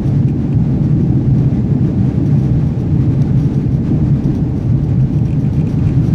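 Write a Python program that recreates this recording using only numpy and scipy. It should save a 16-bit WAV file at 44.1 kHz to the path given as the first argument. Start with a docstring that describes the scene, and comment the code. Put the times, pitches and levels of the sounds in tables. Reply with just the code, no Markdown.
"""A deep jet roar fills an airliner cabin on the takeoff roll, heard at a window seat behind the wing.
The jets roar through the fuselage and set the cabin air booming, air hisses along the skin,
and the wheels rumble; the low end swells and thumps now and then. The shaking makes a small loose
fitting sizzle in short fits and a plastic trim panel tick; rubbing plastic gives a few tiny squeaks.
A limiter holds the peaks."""
import sys
import numpy as np
from scipy import signal
from scipy.fft import rfft, irfft, next_fast_len
from scipy.io import wavfile
from scipy.ndimage import uniform_filter1d, minimum_filter1d, map_coordinates

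SR = 44100
rng = np.random.default_rng(int(sys.argv[2]) if len(sys.argv) > 2 else 0)


def master_out(mix):
    """Clip the mix to full scale and print it as 16-bit PCM to the path in sys.argv[1]."""
    frames = np.transpose(np.atleast_2d(mix))
    ceiling = np.clip(frames, -1, 1)
    pcm = np.round(ceiling * 32767).astype(np.int16)
    wavfile.write(sys.argv[1], SR, pcm)


N = 270774


def amp(db):
    """Decibels to gain."""
    return 10 ** (np.asarray(db) / 20)


def unit(x):
    """Scale to rms 1."""
    return x / np.sqrt(np.mean(x ** 2) + 1e-20)


def fader(points):
    """A level in dB for every sample, ramping between (time_s, level_db) points."""
    time_s, level_db = np.transpose(points)
    return np.interp(np.arange(N) / SR, time_s, level_db)


def wobble(rate_hz):
    """A smooth curve through rate_hz random values a second."""
    knots = rng.standard_normal(int(N * rate_hz / SR) + 4)
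    return map_coordinates(knots, [np.arange(N) * rate_hz / SR])


def filtered(x, response):
    """Shape x with a response, a gain for each frequency."""
    size = next_fast_len(N + SR // 2)
    return irfft(rfft(x, size) * response(np.fft.rfftfreq(size, 1 / SR)), size)[:N]


def lowpass(corner_hz, steepness):
    """A response that rolls off the highs, at half gain on the corner."""
    return lambda hz: 1 / (1 + (hz / corner_hz) ** steepness)


def colour(points):
    """An EQ curve through (freq_hz, gain_db) points on a log axis, silent beyond its ends."""
    freq_hz, gain_db = np.transpose(points)
    return lambda hz: amp(np.interp(np.log(hz + 1), np.log(freq_hz), gain_db, left=-120, right=-120))


def resonances(modes):
    """The ringing response of (pitch_hz, width_hz, gain_db) modes, alternating in polarity."""
    return lambda hz: sum(
        (-1) ** k * amp(db) * 1j * hz * width / (pitch ** 2 - hz ** 2 + 1j * hz * width)
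        for k, (pitch, width, db) in enumerate(modes))


def noise(response):
    """Noise shaped by a response, at rms 1."""
    return unit(filtered(rng.standard_normal(N), response))


def steady(x):
    """Even out swells slower than a fifth of a second."""
    power = uniform_filter1d(uniform_filter1d(x * x, SR // 5), SR // 10)
    return x / np.sqrt(np.abs(power) + 1e-9)


def add(track, start_s, sound):
    """Mix a sound into a track."""
    part = track[max(round(start_s * SR), 0):][:len(sound)]
    part += sound[:len(part)]


# Tone of the exhaust through the fuselage: freq_hz, gain_db
JET_EQ = [(120, -39.5), (165, -6.5), (190, 0.5), (225, -1.5), (300, -3.5), (345, -10.5), (400, -18),
          (500, -23.5), (600, -23.5), (700, -29), (860, -30), (1050, -43), (1600, -64)]
# Fader ride on the body of the roar: time_s, level_db
LOWER_ROAR_RIDE = [(0.0, -19), (1.05, -17), (2.4, -17.5), (2.7, -22.5), (3.0, -18.5), (3.44, -19.5),
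                   (3.59, -17), (3.74, -22), (3.89, -16), (4.19, -19.5), (4.34, -16.5), (4.49, -20.9),
                   (4.94, -20), (5.24, -20.5), (5.84, -20), (6.14, -19)]
# Fader ride on the upper part of the roar: time_s, level_db
UPPER_ROAR_RIDE = [(0.0, -35.5), (0.3, -40.5), (0.81, -36.8), (0.91, -40.5), (1.51, -36.5), (1.61, -38.5),
                   (2.52, -37.1), (3.02, -39.4), (3.12, -37), (3.72, -41), (3.93, -36), (4.13, -38),
                   (5.33, -40.5), (5.74, -38.5), (6.14, -39)]
# Narrow engine drones: pitch_hz, half_width_hz, level_db
ENGINE_DRONES = [(434.8, 24, -39), (778, 34, -48.5)]

def engines(split_hz=490):
    """Exhaust roar dulled by the fuselage, its two bands swelling separately, plus two drones."""
    tone, lower_share = colour(JET_EQ), lowpass(split_hz, 24)
    lower = steady(noise(lambda hz: tone(hz) * np.sqrt(lower_share(hz))))
    upper = steady(noise(lambda hz: tone(hz) * np.sqrt(1 - lower_share(hz))))
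    drones = sum(amp(db) * noise(lambda hz: resonances([(pitch, 2 * half_width, 0)])(hz) ** 2)
                 for pitch, half_width, db in ENGINE_DRONES)
    return amp(fader(LOWER_ROAR_RIDE)) * lower + amp(fader(UPPER_ROAR_RIDE)) * upper + drones


# Resonances of the cabin air: pitch_hz, width_hz, gain_db
CABIN_MODES = [(124.5, 31, -1.5), (153.7, 27.3, -0.5)]
# Fader ride on the boom, before trim and throb: time_s, level_db
BOOM_RIDE = [(0, -17.5), (.25, -11), (.45, -20), (.75, -12), (2.2, -13), (3.3, -13.5), (3.87, -18),
             (4.05, -12.5), (4.55, -18), (5.25, -15), (6.14, -13)]

def cabin_boom(swell, trim_db=-0.73, wall_hz=260, throb_db=2.5):
    """The jets set the cabin air booming; it throbs and swells, and the wall stops the treble."""
    boom = noise(lambda hz: resonances(CABIN_MODES)(hz) * lowpass(wall_hz, 6)(hz))
    level_db = fader(BOOM_RIDE) + trim_db + throb_db * wobble(rate_hz=18)
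    return (amp(level_db) + swell) * steady(boom)


# Tone of the tyre rumble: freq_hz, gain_db
RUMBLE_EQ = [(15, -30.5), (26, -17.5), (36, -6), (48, -12), (64, -0.5), (80, -1.5), (100, -0.5), (122, -8),
             (200, -48.5)]

def wheels(swell, rumble_db=-22.5):
    """The tyres shake the airframe through the landing gear; the rumble swells briefly at times."""
    return (amp(rumble_db) + swell) * steady(noise(colour(RUMBLE_EQ)))


# Tone of the air hiss: freq_hz, gain_db
HISS_EQ = [(500, -22.5), (900, 2), (1180, 4), (1290, 0.5), (1500, 1), (2400, -3.5), (3100, -8.5),
           (4500, -11.5), (6200, -15), (7500, -20), (9500, -27.5), (11300, -28.5), (12500, -34.5),
           (15500, -31.5)]
# Fader ride on the hiss, before trim and flutter: time_s, level_db
HISS_RIDE = [(0.0, -48.4), (0.15, -46), (0.3, -48.5), (0.6, -46.5), (1.2, -47.7), (1.5, -46), (1.65, -47),
             (2.1, -45.5), (2.7, -47), (3.59, -46.2), (3.74, -49.5), (3.89, -46), (4.34, -46.5),
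             (4.49, -49), (4.94, -47), (5.39, -49), (5.69, -46), (6.14, -45.7)]

def airflow(trim_db=1.52, flutter_db=1.49):
    """Air rushes along the skin and flutters a little."""
    level_db = fader(HISS_RIDE) + trim_db + flutter_db * wobble(rate_hz=24)
    return amp(level_db) * noise(colour(HISS_EQ))


def contacts(bursts, hits_per_s, settle_db, ragged_db, rise_s):
    """Bursts of tiny impacts that build quickly and weaken unevenly as a loose part settles."""
    track = np.zeros(N)
    ragged = amp(ragged_db * wobble(rate_hz=110))
    for start_s, length_s, level_db in bursts:
        t = np.arange(int(2 * length_s * SR)) / SR
        progress = t / length_s
        hits = (rng.random(len(t)) < hits_per_s / SR) * rng.standard_normal(len(t))
        envelope = (1 - np.exp(-t / rise_s)) / (1 + progress ** 8)
        add(track, start_s, amp(level_db - settle_db * progress) * envelope * unit(hits))
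    return track * unit(ragged)


# Fits of sizzling that drive the fitting: start_s, length_s, drive_db
SIZZLES = [(.055, 0.059, -52), (.28, .03, -54), (.835, .035, -55.5), (1.005, 0.053, -58),
           (1.38, 0.033, -55.5), (1.54, 0.017, -53), (2.255, 0.03, -53), (2.38, 0.11, -53.5),
           (2.665, .035, -53.5), (2.785, .045, -56), (3.37, .11, -52.5), (3.528, 0.095, -55),
           (3.71, 0.063, -53.5), (4.236, .04, -53), (4.345, 0.054, -52.5), (4.55, 0.16, -57),
           (4.83, .04, -53), (5.005, .03, -56), (5.12, 0.1, -55), (5.252, 0.037, -52), (5.393, .04, -54),
           (5.528, 0.044, -49.5), (5.685, 0.068, -50.5), (6.04, 0.067, -48)]
# Hard knocks that drive it: start_s, length_s, drive_db
HARD_KNOCKS = [(1.382, 0.0064, -45), (1.549, .007, -52), (3.217, 0.005, -36.5), (3.544, .008, -44),
               (4.238, 0.0089, -47)]
# Its bright ring: pitch_hz, width_hz, gain_db
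FITTING_MODES = [(3380, 1100, -1.5), (4700, 210, 2.5), (5690, 310, 4), (6600, 240, -7), (8400, 320, -8),
                 (9900, 250, -8.5), (10500, 500, -13.5), (14800, 800, -13)]

def loose_fitting(sizzle_trim_db=1, knock_hz=11000):
    """A small loose part sizzles against its seat; a full knock has a longer contact and rings duller."""
    body = resonances(FITTING_MODES)
    body_rms = np.sqrt(np.mean(np.abs(body(np.linspace(0, SR / 2, SR // 20))) ** 2))
    sizzle = contacts(SIZZLES, hits_per_s=2600, settle_db=3.5, ragged_db=2, rise_s=0.0012)
    knocks = contacts(HARD_KNOCKS, hits_per_s=5000, settle_db=3, ragged_db=0.5, rise_s=0.0003)
    drive = amp(sizzle_trim_db) * sizzle + filtered(knocks, lowpass(knock_hz, 4))
    return filtered(drive, body) / body_rms


# Brief swells and thumps in the low rumble and cabin boom: peak_s, rumble_db, boom_db
LOW_SWELLS = [(.14, -22, -19), (0.561, -23, -11), (1.301, -22.5, -15), (2.54, -20.5, -16.5),
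              (3.07, -23.5, -24), (4.04, -23, -13), (4.7, -25, -7.5), (4.984, -25, -11), (5.22, -33, -13),
              (5.85, -19, -29.5)]

def low_swells(rise_s=0.025, fall_s=0.034):
    """The rumble and the boom swell briefly and fall back; returns the added gain for each."""
    t = np.arange(N) / SR
    rumble_swell, boom_swell = np.zeros((2, N))
    for peak_s, rumble_db, boom_db in LOW_SWELLS:
        envelope = np.exp(-np.maximum((peak_s - t) / rise_s, (t - peak_s) / fall_s))
        rumble_swell += amp(rumble_db) * envelope
        boom_swell += amp(boom_db) * envelope
    return rumble_swell, boom_swell


# Short plastic ring of the trim panel: pitch_hz, gain_db, t60_s
PANEL_MODES = [(2240, -3.5, .02), (2446, 1.5, 0.037), (2710, -2, 0.039), (3150, -8.5, 0.039),
               (4320, -11, .012), (5940, -14, .012), (7400, -11, .013), (8320, -15.5, .013),
               (9700, -18.5, .014)]

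def panel_tick(scatter_db, crack_db, crack_t60_s, attack_s=0.00096):
    """One contact of the trim panel: a short crack and its damped modes, peak 1."""
    t = np.arange(SR // 16) / SR
    pitch_hz, gain_db, t60_s = np.transpose(PANEL_MODES)[:, :, None]
    strength, detune, phase = rng.standard_normal((3, len(PANEL_MODES), 1))
    decays = amp(gain_db + scatter_db * strength - 60 * t / t60_s)
    cycles = pitch_hz * (1 + 0.0096 * detune) * t + phase
    ring = np.sum(decays * np.sin(2 * np.pi * cycles), axis=0)
    crack = amp(crack_db - 60 * t / crack_t60_s) * rng.standard_normal(len(t))
    tick = (ring + crack) * (1 - np.exp(-t / attack_s))
    return tick / np.abs(tick).max()


# Clear ticks of the panel: start_s, level_db
PANEL_TICKS = [(0.2838, -32), (0.2996, -38), (0.527, -30), (3.1376, -36), (3.671, -44), (4.889, -40),
               (5.1862, -37), (5.2819, -34.5), (5.3047, -32), (5.3282, -32), (5.447, -35.5), (5.4616, -38),
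               (5.565, -35.5), (5.595, -34), (5.6087, -32), (5.67, -29), (5.7879, -36.5), (5.8688, -30.5),
               (5.8763, -32), (5.889, -29.5), (5.9057, -35)]

def trim_panel(chatter_db=-47, chatter_count=24, contact_hz=10000):
    """The shaken panel ticks, over faint chatter that grows denser as the aircraft gathers speed."""
    track = np.zeros(N)
    for start_s, level_db in PANEL_TICKS:
        add(track, start_s, amp(level_db) * panel_tick(scatter_db=1, crack_db=-1, crack_t60_s=0.016))
    for when, strength in rng.random((chatter_count, 2)):
        start_s = np.sqrt(when) * N / SR  # crowds toward the end
        tick = panel_tick(scatter_db=2, crack_db=-13.5, crack_t60_s=0.017)
        add(track, start_s, amp(chatter_db + 4 * strength) * tick)
    return filtered(track, lowpass(contact_hz, 12))  # soft plastic gives no top treble


# Tiny squeaks of rubbing plastic: start_s, pitch_hz, level_db
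PLASTIC_SQUEAKS = [(2.15, 11300, -61), (4.49, 11400, -63), (4.885, 7360, -54), (5.99, 11400, -67),
                   (6.015, 11350, -59)]

def squeaks(length_s=0.022, waver=0.026):
    """Plastic sticks and slips for an instant on a wavering pitch."""
    track = np.zeros(N)
    envelope = np.hanning(int(length_s * SR))
    for start_s, pitch_hz, level_db in PLASTIC_SQUEAKS:
        wavering_hz = pitch_hz * (1 + waver * wobble(rate_hz=600)[:len(envelope)])
        tone = np.sin(2 * np.pi * np.cumsum(wavering_hz) / SR)
        add(track, start_s, amp(level_db) * envelope * tone)
    return track


def scene():
    """The mono mix at the window seat: a bed of roar with small rattles on top."""
    rumble_swell, boom_swell = low_swells()
    bed = wheels(rumble_swell) + cabin_boom(boom_swell) + engines() + airflow()
    rattles = trim_panel() + loose_fitting() + squeaks()
    return (bed + rattles)[None]


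def record(dry, ceiling=0.71, top_hz=15250):
    """A look-ahead limiter holds the peaks, then a steep low-pass takes off the very top."""
    needed_gain = np.minimum(1, ceiling / (np.abs(dry[0]) + 1e-9))
    window = SR // 50  # 20 ms
    smooth_gain = uniform_filter1d(minimum_filter1d(needed_gain, window), window)
    high_cut = signal.butter(16, top_hz, fs=SR, output="sos")
    return signal.sosfiltfilt(high_cut, dry[0] * smooth_gain)[None]


dry = scene()
out = record(dry)
master_out(out)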